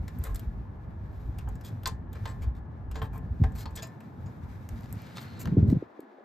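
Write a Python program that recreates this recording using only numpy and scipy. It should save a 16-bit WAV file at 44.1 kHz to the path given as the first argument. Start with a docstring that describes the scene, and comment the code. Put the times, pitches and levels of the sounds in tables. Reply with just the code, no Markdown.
"""Latch and vent of a small steel stove

Close to the door, in stereo: a hand works the latch, spring handles and swivelling vent plate, and the steel
rings as they knock, click and scrape. A deep rumble, dropping out now and then, lies under them over a steady
flue roar. Then the microphone is carried back past the hissing stove, with small ticks and rustles of handling,
and gusts of air buffet it."""
import sys
import numpy as np
from scipy import signal
from scipy.fft import rfft, irfft, next_fast_len
from scipy.io import wavfile

SR = 44100
rng = np.random.default_rng(int(sys.argv[2]) if len(sys.argv) > 2 else 0)


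def master(y):
    """Save y as 16-bit WAV."""
    cut = np.clip(np.atleast_2d(y).T, -1, 1)
    pcm = np.round(cut * 32767)  # scale
    wavfile.write(sys.argv[1], SR, pcm.astype(np.int16))


N = 275184
TIME = np.arange(N) / SR


def knocks(door, low_db, middle_db, top_db, grip_s, note_t60, ping_t60):
    """Latch and vent plate knock home and chatter on the door; the hand damps the ring."""
    # blows on the door: (time [s], middle [dB], low [dB], top [dB], door's note [Hz], note [dB],
    # striking part's ping [Hz], ping [dB], attack [ms])
    blows = [(1.4737, -80, -37, -85, 827, -45.5, 3060, -63, 0.84),
             (1.8574, -24, -33, -54.5, 1530, -34, 4900, -55, 0.34),
             (1.863, -48, -35, -70, 1047, -29.5, 4400, -57, 0.47),
             (1.872, -31, -29.5, -41, 1070, -58, 7140, -56, 1.2),
             (2.2552, -36.5, -32.5, -66, 910, -42, 3000, -69, 0.75),
             (2.9554, -43, -33.5, -66, 656, -53.5, 3700, -56, 1),
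             (3.0175, -43.5, -29, -75, 1063, -34.5, 3180, -45.5, 0.39),
             (3.437, -41.5, -30, -66, 765, -30, 1770, -40, 1.3),
             (3.656, -43, -36, -72, 932, -48.5, 4330, -46, 0.59),
             (3.759, -39.5, -48, -47, 650, -60, 7150, -43, 2.8),
             (3.7717, -39, -45, -59, 2010, -54, 3480, -45, 3),
             (3.8262, -36, -49, -51.5, 654, -43, 2670, -46, 2.8)]
    out, t = np.zeros(N), TIME[:SR // 3]
    for s, middle, low, top, note_hz, note_db, ping_hz, ping_db, attack_ms in blows:
        register_db = (low + low_db, middle + middle_db, top + top_db)
        ring = clang(door, register_db, scatter_db=4.0, spots_hz=(note_hz, ping_hz), spot_db=5.5)
        ring = signal.fftconvolve(ring, chatter(t))[:len(t)]
        note, ping = (note_hz, note_db, note_t60), (ping_hz, ping_db, ping_t60)
        rocking = (64.5, low + 2.5, 0.072)   # the whole stove rocks
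        for hz, db, t60 in note, ping, rocking:
            ring = ring + from_db(db - 60 * t / t60) * np.sin(2 * np.pi * hz * t)
        attack = 1 - np.exp(-1000 * t / attack_ms)
        add(out, s, ring * attack * np.exp(-t / grip_s))
    return out


def chatter(t, bounces_per_s=760, bounce_db=-24.5, t60=0.057):
    """A blow followed by a dying spray of tiny bounces."""
    bounces = (rng.random(len(t)) < bounces_per_s / SR) * rng.standard_normal(len(t))
    return (t == 0) + bounces * from_db(bounce_db - 60 * t / t60)


def clicks(door, low_db, middle_db, top_db, attack_s, grip_s):
    """The spring handles tap the door, each time at another spot, and the fingers soon still them."""
    # light touches: (time [s], middle [dB], top [dB], favoured pitch [Hz])
    touches = [(0.0796, -38, -59, 1900), (0.186, -63, -55, 2990), (0.238, -39, -46, 8200),
               (0.3453, -41.5, -54, 8000), (0.3568, -39, -46.5, 4200), (0.3934, -45.5, -53.5, 3300),
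               (1.3852, -38.5, -57.5, 2660), (1.487, -53.5, -61, 7200), (1.5537, -52, -68, 6900),
               (1.61, -50, -66, 5500), (1.8326, -48, -58.5, 3220), (2.1293, -46.5, -57, 3230),
               (2.9133, -40.5, -59, 2610), (3.024, -54, -57, 2870), (3.1776, -56.5, -58.5, 2590),
               (3.52, -59, -70, 7500), (3.707, -60, -73, 7400), (3.87, -60, -63, 8200),
               (4.004, -50.5, -66, 2700), (4.262, -54, -79, 5230)]
    usual_touch_db = -51.5
    out, t = np.zeros(N), TIME[:SR // 3]
    for s, middle, top, spot_hz in touches:
        low = -43 + 0.4 * (middle - usual_touch_db)   # a harder touch stirs the low ring only a little
        register_db = (low + low_db, middle + middle_db, top + top_db)
        ring = clang(door, register_db, scatter_db=3.5, spots_hz=[spot_hz], spot_db=8.5)
        add(out, s, ring * (1 - np.exp(-t / attack_s)) * np.exp(-t / grip_s))
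    return out


def scrapes(door):
    """The vent plate and the handles grind over the door."""
    # steel on steel: (start [s], end [s], low [dB], middle [dB], top [dB], squeak [Hz])
    strokes = [(0.233, 0.283, -43, -62.5, -58, 3800), (0.242, 0.333, -49, -71, -66, 1110),
               (1.636, 1.705, -53, -58.5, -60.5, 3400), (2.14, 2.18, -47, -64.5, -78, 2380),
               (2.256, 2.334, -45, -61, -70, 7700), (2.41, 2.45, -46.5, -61.5, -65.5, 2330),
               (2.547, 2.595, -58, -76, -79, 3700), (2.941, 3.008, -46.5, -61, -75, 7000),
               (3.012, 3.075, -45.5, -66, -67, 3900), (3.125, 3.182, -44.5, -73, -66, 2400),
               (3.55, 3.586, -49.5, -61, -60, 4260), (3.577, 3.639, -50, -56, -56.5, 4140),
               (3.752, 3.782, -69, -50, -59, 8200), (3.763, 3.806, -45.5, -53, -66, 3400),
               (3.819, 3.845, -43.5, -53, -61, 2740), (3.833, 3.885, -53, -68, -71, 5100)]
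    return rub(door, strokes, slips_per_s=800, uneven_db=3.5, level_db=-36.5, fade=1.0, squeak_db=9)


def spring(split=0.0143):
    """The handle's freed coil rings on in close pairs of modes that beat as they die away."""
    # the fingers let go: (time [s], level [dB])
    releases = [(3.824, 11), (4.2607, -10.5)]
    # ringing of the coil: (pitch [Hz], level [dB], t60 [s])
    coil_modes = [(2410, -67, 0.11), (3450, -75, .2), (4030, -78, 0.36), (5055, -60.5, 0.12),
                  (6800, -55, 0.089), (7300, -66, 0.15)]
    out, t = np.zeros(N), TIME[:SR]
    for s, db in releases:
        for hz, mode_db, t60 in coil_modes:
            pair_hz = hz * (1 + split * np.array([[-.5], [.5]]) * rng.uniform(.5, 1.86))
            beating = np.sin(2 * np.pi * pair_hz * t).sum(0)
            add(out, s, from_db(db + mode_db - 60 * t / t60) * beating)
    return out


def plate(dense_t60, long_modes, count=420):
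    """Pitches and ringing of a body: any long modes plus dense short ones, dying in dense_t60 at 4 kHz."""
    # how well the dense modes radiate: (frequency [Hz], level [dB])
    radiation = [(450, -15), (1050, -13), (2000, -10), (2700, -11.5), (3400, -7.5), (4400, -4), (5700, -6),
                 (7200, -3.5), (10000, -2.5), (14000, 0.5), (16000, -12)]
    spread = (np.arange(count) + rng.random(count)) / count
    dense_hz = 450 + 15500 * spread ** 1.5
    dense_modes = np.c_[dense_hz, at_hz(radiation, dense_hz), dense_t60 * (dense_hz / 4000) ** -.42]
    hz, db, t60 = np.vstack([dense_modes, *long_modes]).T[:, :, None]
    t = TIME[:SR // 3]
    return hz[:, 0], from_db(db - 60 * t / t60) * np.sin(2 * np.pi * hz * t)


def clang(body, register_db, scatter_db, spots_hz=(), spot_db=0, spot_octaves=0.28):
    """One touch: its hardness sets each register's level, its spot lifts the modes near some pitches."""
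    # centres of the registers: (low [Hz], middle [Hz], top [Hz])
    register_hz = [1300, 4500, 12500]
    hz, rings = body
    level_db = at_hz(list(zip(register_hz, register_db)), hz) + scatter_db * rng.standard_normal(len(hz))
    for spot_hz in spots_hz:
        level_db = level_db + spot_db * np.exp(-(np.log2(hz / spot_hz) / spot_octaves) ** 2)
    return (from_db(level_db) * rng.choice([-1, 1], len(hz))) @ rings


def rub(body, strokes, slips_per_s, uneven_db, level_db, fade, squeak_db=0, places=2):
    """Stick and slip: a run of tiny blows swells and eases, its ring changing as the contact travels."""
    out = np.zeros(N)
    slipping = rng.random(N) < slips_per_s / SR
    strength = from_db(uneven_db * np.clip(rng.standard_normal(N), -2, 2))
    slips = slipping * strength * rng.choice([-1, 1], N)
    for start, end, low, middle, top, *squeak_hz in strokes:
        run = slips[round(start * SR):round(end * SR)]
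        along = np.linspace(0, 1, len(run))
        run = rms_one(run * np.sqrt(along * (1 - along)) * np.exp(-fade * along))
        place = np.clip((along * places + rng.standard_normal(len(run))).astype(int), 0, places - 1)
        for k in range(places):
            ring = clang(body, (low, middle, top), scatter_db=2.5,
                         spots_hz=squeak_hz, spot_db=squeak_db, spot_octaves=0.081)
            add(out, start, signal.fftconvolve(run * (place == k), ring))
    return from_db(level_db) * out


def ticks(body, low_db, middle_db, top_db):
    """Dry ticks of handling, with hardly any ring, as the microphone is carried back."""
    # small taps: (time [s], middle [dB], low [dB], top [dB], favoured pitch [Hz])
    taps = [(4.6899, -34.5, -45, -53.5, 6800), (4.8087, -51, -46, -62, 5000), (4.823, -55, -51, -71, 6030),
            (4.842, -47, -50, -68, 6060), (4.9267, -44, -44.5, -41, 7560), (5.019, -47, -53, -60, 2400),
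            (5.1711, -23, -41, -57, 2900), (5.1826, -22.5, -36, -74, 1360), (5.456, -25, -31, -57.5, 865),
            (5.474, -39, -29.5, -64.5, 2390), (5.7002, -37, -37.5, -59, 3630),
            (6.005, -47.5, -61, -60, 3870)]
    out = np.zeros(N)
    for s, middle, low, top, spot_hz in taps:
        register_db = (low + low_db, middle + middle_db, top + top_db)
        add(out, s, clang(body, register_db, scatter_db=1.5, spots_hz=[spot_hz], spot_db=5.0))
    return out


def rustles(body, low_lift_db=11.5):
    """Fingers and clothing brush past in gritty, dry slips."""
    # brushing strokes: (start [s], end [s], middle [dB], top [dB], favoured pitch [Hz])
    brushes = [(1.077, 1.36, -80.5, -86.5, 12300), (4.957, 5.184, -66, -85, 2346),
               (5.153, 5.201, -58.5, -64, 3800), (5.201, 5.24, -60, -63, 4470),
               (5.217, 5.505, -69, -98, 4130), (5.391, 5.434, -58.5, -52, 7300),
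               (5.672, 5.735, -69, -66, 4030)]
    strokes = [(start, end, middle + low_lift_db, middle, top, hz)
               for start, end, middle, top, hz in brushes]
    return rub(body, strokes, slips_per_s=1200, uneven_db=0.0, level_db=-31.5, fade=0.073, squeak_db=10)


def crackle(body, start_s=4.7, end_s=5.48):
    """Sparse tiny snaps among the rustles."""
    stroke = (start_s, end_s, -68.5, -68.5, -91)   # even low and middle, weak top
    return rub(body, [stroke], slips_per_s=66, uneven_db=5, level_db=-31, fade=0)


def thumps(level_db, churn_db, rise_cycles=0.38, fall_cycles=0.86, sag_octaves=0.49):
    """Each push of air is a short low swing that sinks in pitch; quicker ones churn up a rough edge."""
    # pushes at the stove, then on the microphone: (time [s], level [dB], centre pitch [Hz])
    pushes = [(.004, -24.5, 74.4), (0.199, -24, 78), (0.479, -23.5, 63), (1.293, -23.5, 90),
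              (2.227, -26, 95), (2.478, -23, 84), (3.034, -25, 124), (3.317, -22, 79.5), (3.404, -22, 150),
              (3.416, -20, 192), (3.422, -12, 104), (3.449, -18, 68.5), (5.481, -22, 170),
              (5.526, -18, 172), (5.571, -15, 335), (5.582, -9, 125), (5.63, -10.5, 117),
              (5.687, -13.5, 117), (5.728, -10.5, 232), (5.771, -22, 137), (5.826, -25.5, 407),
              (5.994, -30.5, 400), (6.032, -43.5, 330), (6.186, -41, 540), (6.208, -41.5, 540)]
    # spectrum of the rough edge: (frequency [Hz], density [dB])
    churn_colour = [(100, -36), (200, 9.5), (380, -2.5), (520, -14), (750, -16.5), (1500, -66.5)]
    swing, force = np.zeros(N), np.zeros(N)
    for s, db, hz in pushes:
        near = np.abs(TIME - s) < .1
        cycles = (TIME[near] - s) * hz
        push = from_db(db) * 2 / (np.exp(-cycles / rise_cycles) + np.exp(cycles / fall_cycles))
        turns = np.cumsum(hz * 2 ** (-sag_octaves * np.tanh(cycles))) / SR
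        swing[near] += push * np.sin(2 * np.pi * (turns - np.interp(0, cycles, turns)))
        force[near] += push * min(hz / 150, 1) ** 2
    churn = force * stereo_noise(churn_colour, waver_db=1.5, waver_hz=79)
    churn = signal.sosfilt(signal.butter(4, 172, "high", fs=SR, output="sos"), churn)
    return from_db(level_db) * swing + from_db(churn_db) * churn


def buffeting():
    """Air hits the moving microphone in separate lumpy gusts."""
    # gusts: (time [s], half-length [s], level [dB])
    gusts = [(5.486, 0.031, -29.5), (5.543, 0.012, -30), (5.589, 0.014, -23), (5.629, 0.015, -23),
             (5.687, 0.022, -23), (5.745, 0.02, -23)]
    # spectrum of wind on the microphone: (frequency [Hz], density [dB])
    colour = [(28, -36), (50, -6), (80, -6), (120, -0.5), (180, -2), (250, -7.5), (380, -16), (520, -26.5),
              (900, -50.5)]
    force = sum(from_db(db) * np.exp(-((TIME - s) / half_s) ** 2 / 2) for s, half_s, db in gusts)
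    return force * stereo_noise(colour, waver_db=1.5, waver_hz=70)


def rumble(thin_below_db=-65, bass_hz=103, leave_s=5.76, fall_db_per_s=216):
    """The deep rumble and flutter thin out together at times and die away near the end."""
    # course of the deep rumble, an early and a late list: (time [s], level [dB])
    deep_levels = [
        [(0.0, -47.5), (0.52, -43.5), (0.69, -57), (1.48, -41), (1.58, -46.5), (2.22, -50.5), (2.4, -44),
         (2.8, -52), (3.12, -49)],
        [(3.62, -46), (3.698, -55), (3.822, -50), (3.916, -105), (4.204, -61), (4.362, -70), (4.72, -48.5),
         (5.186, -82.5), (5.4, -71)],
    ]
    # course of the flutter: (time [s], level [dB])
    flutter_levels = [(0.0, -42.5), (0.31, -41), (0.94, -43), (2.95, -42), (3.28, -38), (3.64, -39.5),
                      (3.89, -44), (4.13, -43), (4.34, -43), (4.8, -40), (5.14, -43.5), (5.35, -39.5)]
    # spectra of rumble and flutter: (frequency [Hz], density [dB])
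    deep_colour = [(22, -19.5), (35, -20.5), (52, 1), (70, -4), (95, -7), (150, -49.5)]
    flutter_colour = [(28, -50.5), (50, -28.5), (70, 1.5), (105, 2), (150, -5), (240, -10.5), (350, -25.5),
                      (500, -28), (900, -57.5)]
    deep_db, flutter_db = in_time(np.vstack(deep_levels)), in_time(flutter_levels)
    deep = from_db(deep_db + 8.0) * stereo_noise(deep_colour, waver_db=4.5, waver_hz=11)
    flutter = from_db(flutter_db + 2.0) * stereo_noise(flutter_colour, waver_db=2.0, waver_hz=26)
    # when the rumble sinks far enough, the flutter loses its bass as well
    bass = signal.sosfiltfilt(signal.butter(4, bass_hz, fs=SR, output="sos"), flutter)
    flutter = flutter - bass + bass * from_db(np.minimum(deep_db - thin_below_db, 0))
    return (deep + flutter) * from_db(-fall_db_per_s * np.maximum(TIME - leave_s, 0))


def flue_roar(level_db=-53.5):
    """The steady roar of the flue and surroundings, a little to the left."""
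    # spectrum of the roar: (frequency [Hz], density [dB])
    colour = [(70, -56.5), (140, -43), (210, 5), (330, 6.5), (520, 1), (850, 3), (1300, -5.5),
              (1750, -10.5), (2400, -23.5), (4000, -36.5), (7000, -51.5), (15000, -56.5)]
    return from_db(level_db) * stereo_noise(colour, waver_db=0.5, waver_hz=28) * from_db([[1.0], [-1.0]])


def hiss(usual_db=-69.5, treble_db_per_db=0.6, treble_hz=5000):
    """The stove's soft hiss comes and goes, brightens as it swells and loses its top with distance."""
    # course of the hiss, loudest along the stove's side: (time [s], level [dB])
    levels = [(0.0, -73), (0.28, -64), (0.69, -76.5), (1.25, -73), (1.77, -70), (1.95, -75), (2.07, -81),
              (2.17, -71), (2.31, -65.5), (2.62, -82), (2.9, -79.5), (3.51, -71), (3.7, -69.5),
              (4.01, -71.5), (4.69, -68.5), (5.25, -60), (5.75, -70), (6.24, -75)]
    # spectrum of the hiss: (frequency [Hz], density [dB])
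    colour = [(500, -16.5), (1400, 9.5), (1900, 5.5), (2350, 3), (3000, -7), (3600, -2.5), (4500, -7),
              (6000, -9), (9000, -15), (14000, -8.5), (16000, -38.5)]
    level_db = in_time(levels)
    noise = from_db(level_db + 5.5) * stereo_noise(colour, waver_db=2.2, waver_hz=32)
    body = signal.sosfiltfilt(signal.butter(2, treble_hz, fs=SR, output="sos"), noise)
    distance_db = in_time([(4.85, 0), (5.3, -10)])   # the microphone draws away from the door
    treble_db = treble_db_per_db * (level_db - usual_db) + distance_db
    return body + (noise - body) * from_db(treble_db)


def shell_ring():
    """The steel shell rings faintly under the roar, in narrow bands of noise."""
    # hollow resonances: (pitch [Hz], width [Hz], level [dB])
    resonances = [(1049, 32, -76), (1700, 28, -73.5)]
    out = np.zeros(N)
    for hz, width, db in resonances:
        band = signal.lfilter(*signal.iirpeak(hz, hz / width, fs=SR), rng.standard_normal(N))
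        out += from_db(db) * rms_one(band)
    return out


def room(x, t60, wet_db, dull_hz, build_s):
    """Diffuse reflections of the workshop, partly alike left and right, duller than the direct sound."""
    t = TIME[:SR // 2]
    mid, side = rng.standard_normal((2, len(t)))
    diffuse = mid + 0.7 * side * np.array([[1], [-1]])
    tail = diffuse * from_db(-60 * t / t60) * (1 - np.exp(-t / build_s))
    tail = signal.sosfilt(signal.butter(1, dull_hz, fs=SR, output="sos"), tail)
    reflections = signal.fftconvolve(x[None], rms_one(tail) / np.sqrt(len(t)), axes=1)[:, :N]
    return x + from_db(wet_db) * reflections


def microphone_ports(x):
    """Sound reaches the two ports with a step in level and phase that depends on pitch."""
    # the door's low ring leans left: (frequency [Hz], left minus right [dB])
    lean = [(300, -1.5), (600, 3.5), (1100, 3.5), (2000, 1.5), (4000, 1)]
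    # the ports hear the steel out of step: (frequency [Hz], left's lead [rad])
    lead = [(200, 0), (1000, .4), (1500, -1.1), (2400, .1), (3900, .9), (5000, .1), (5800, -.8), (7200, 0),
            (8500, -1.3), (9500, -2.8), (11000, -3.6), (12200, -6.0), (13600, -6.6), (15500, -9.1)]
    size = next_fast_len(N + 4096)
    hz = np.arange(size // 2 + 1) * SR / size
    half = np.array([[.5], [-.5]])
    response = from_db(half * at_hz(lean, hz)) * np.exp(1j * half * at_hz(lead, hz))
    return irfft(rfft(x, size) * response, size)[:, :N]


def stereo_noise(colour, waver_db, waver_hz):
    """Coloured, wavering noise, nearly mono in the bass and widest in the middle range."""
    # likeness of left and right: (frequency [Hz], correlation [0-1])
    likeness = [(60, 0.97), (300, 0.81), (550, 0.19), (900, 0.13), (1500, 0.033), (3000, 0.52),
                (7000, 0.33), (10000, 0.52)]
    hz = np.arange(N // 2 + 1) * SR / N
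    alike = at_hz(likeness, hz)
    mid, side = rfft(rng.standard_normal((2, N)))
    both = np.sqrt(1 + alike) * mid + np.sqrt(1 - alike) * side * [[1], [-1]]
    rolloff_hz = 2 * colour[-1][0]
    gain = from_db(at_hz(colour, hz)) / (1 + (hz / rolloff_hz) ** 2)
    return rms_one(irfft(both * gain, N) * from_db(waver_db * drift(waver_hz)))


def drift(knots_per_s):
    """Random wander of spread 1."""
    knots = rng.standard_normal(2000)
    return rms_one(np.interp(TIME * knots_per_s, np.arange(len(knots)), knots))


def from_db(db):
    """Decibels to gain."""
    return 10 ** (np.asarray(db) / 20)


def rms_one(x):
    """Scale to unit rms."""
    return x / np.sqrt(np.mean(x ** 2) + 1e-20)


def in_time(rows):
    """Read a (time, value) curve at every sample."""
    return np.interp(TIME, *np.transpose(rows))


def at_hz(points, hz):
    """Read a spectrum on a log-frequency axis."""
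    known_hz, values = np.transpose(points)
    return np.interp(np.log(hz + 1e-9), np.log(known_hz), values)


def add(track, s, sound):
    """Mix a sound into a track from time s."""
    start = max(round(s * SR), 0)
    track[start:start + len(sound)] += sound[:N - start]


def scene():
    """Steel hardware and handling close to the microphone, over a deep rumble, roar and hiss."""
    # ringing of the door, the thin vent plate and the brushed surface: (pitch [Hz], level [dB], t60 [s])
    door_modes = [(438.4, -3.5, 0.23), (535, -14, 0.084), (770, -12, 0.35), (885, -14.5, 0.39),
                  (1050, -12, 0.48), (1390, -30, 0.1), (1530, -14, 0.19), (1646, -7, 0.36),
                  (1770, -11.5, 0.56), (1930, -19, 0.37), (2340, -17.5, 0.18), (3300, -15.5, .05),
                  (4030, -24, 0.15), (4610, -23, .2), (5270, -6.5, 0.064), (6020, -4.5, 0.054),
                  (6700, -13, 0.07), (7060, -12.5, 0.07), (7300, -11.5, .05), (13500, -9, .04)]
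    vent_modes = [(2490, -17, 0.15), (2740, -19, 0.15), (3786, -21, 0.18), (5040, -18.5, 0.14),
                  (7060, -7, 0.05), (7900, -9, 0.041)]
    brush_modes = [(2290, -14, 0.072), (2830, -20, 0.08), (4450, -15, .07)]
    door = plate(dense_t60=0.043, long_modes=door_modes + vent_modes)
    damped = plate(dense_t60=0.015, long_modes=[])
    brushed = plate(dense_t60=0.019, long_modes=brush_modes)
    steel = knocks(door, low_db=-12.0, middle_db=-17.5, top_db=-5.5,
                   grip_s=0.14, note_t60=0.12, ping_t60=0.08)
    steel += clicks(door, low_db=-16.5, middle_db=-25.0, top_db=-6.5, attack_s=0.00096, grip_s=0.051)
    steel += scrapes(door) + spring()
    handling = rustles(brushed) + crackle(damped)
    handling += ticks(damped, low_db=-8.5, middle_db=-27.5, top_db=-7.5)
    near = room(steel + handling, t60=0.14, wet_db=-12.0, dull_hz=5500, build_s=0.002)
    air = flue_roar() + rumble() + buffeting() + thumps(level_db=0.3, churn_db=-15.0)
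    return microphone_ports(near + hiss() + shell_ring()) + air


def record(dry, cutoff_hz=15700):
    """The top is cut steeply."""
    return signal.sosfilt(signal.ellip(8, .3, 80, cutoff_hz, fs=SR, output="sos"), dry)


dry = scene()
out = record(dry)
master(out)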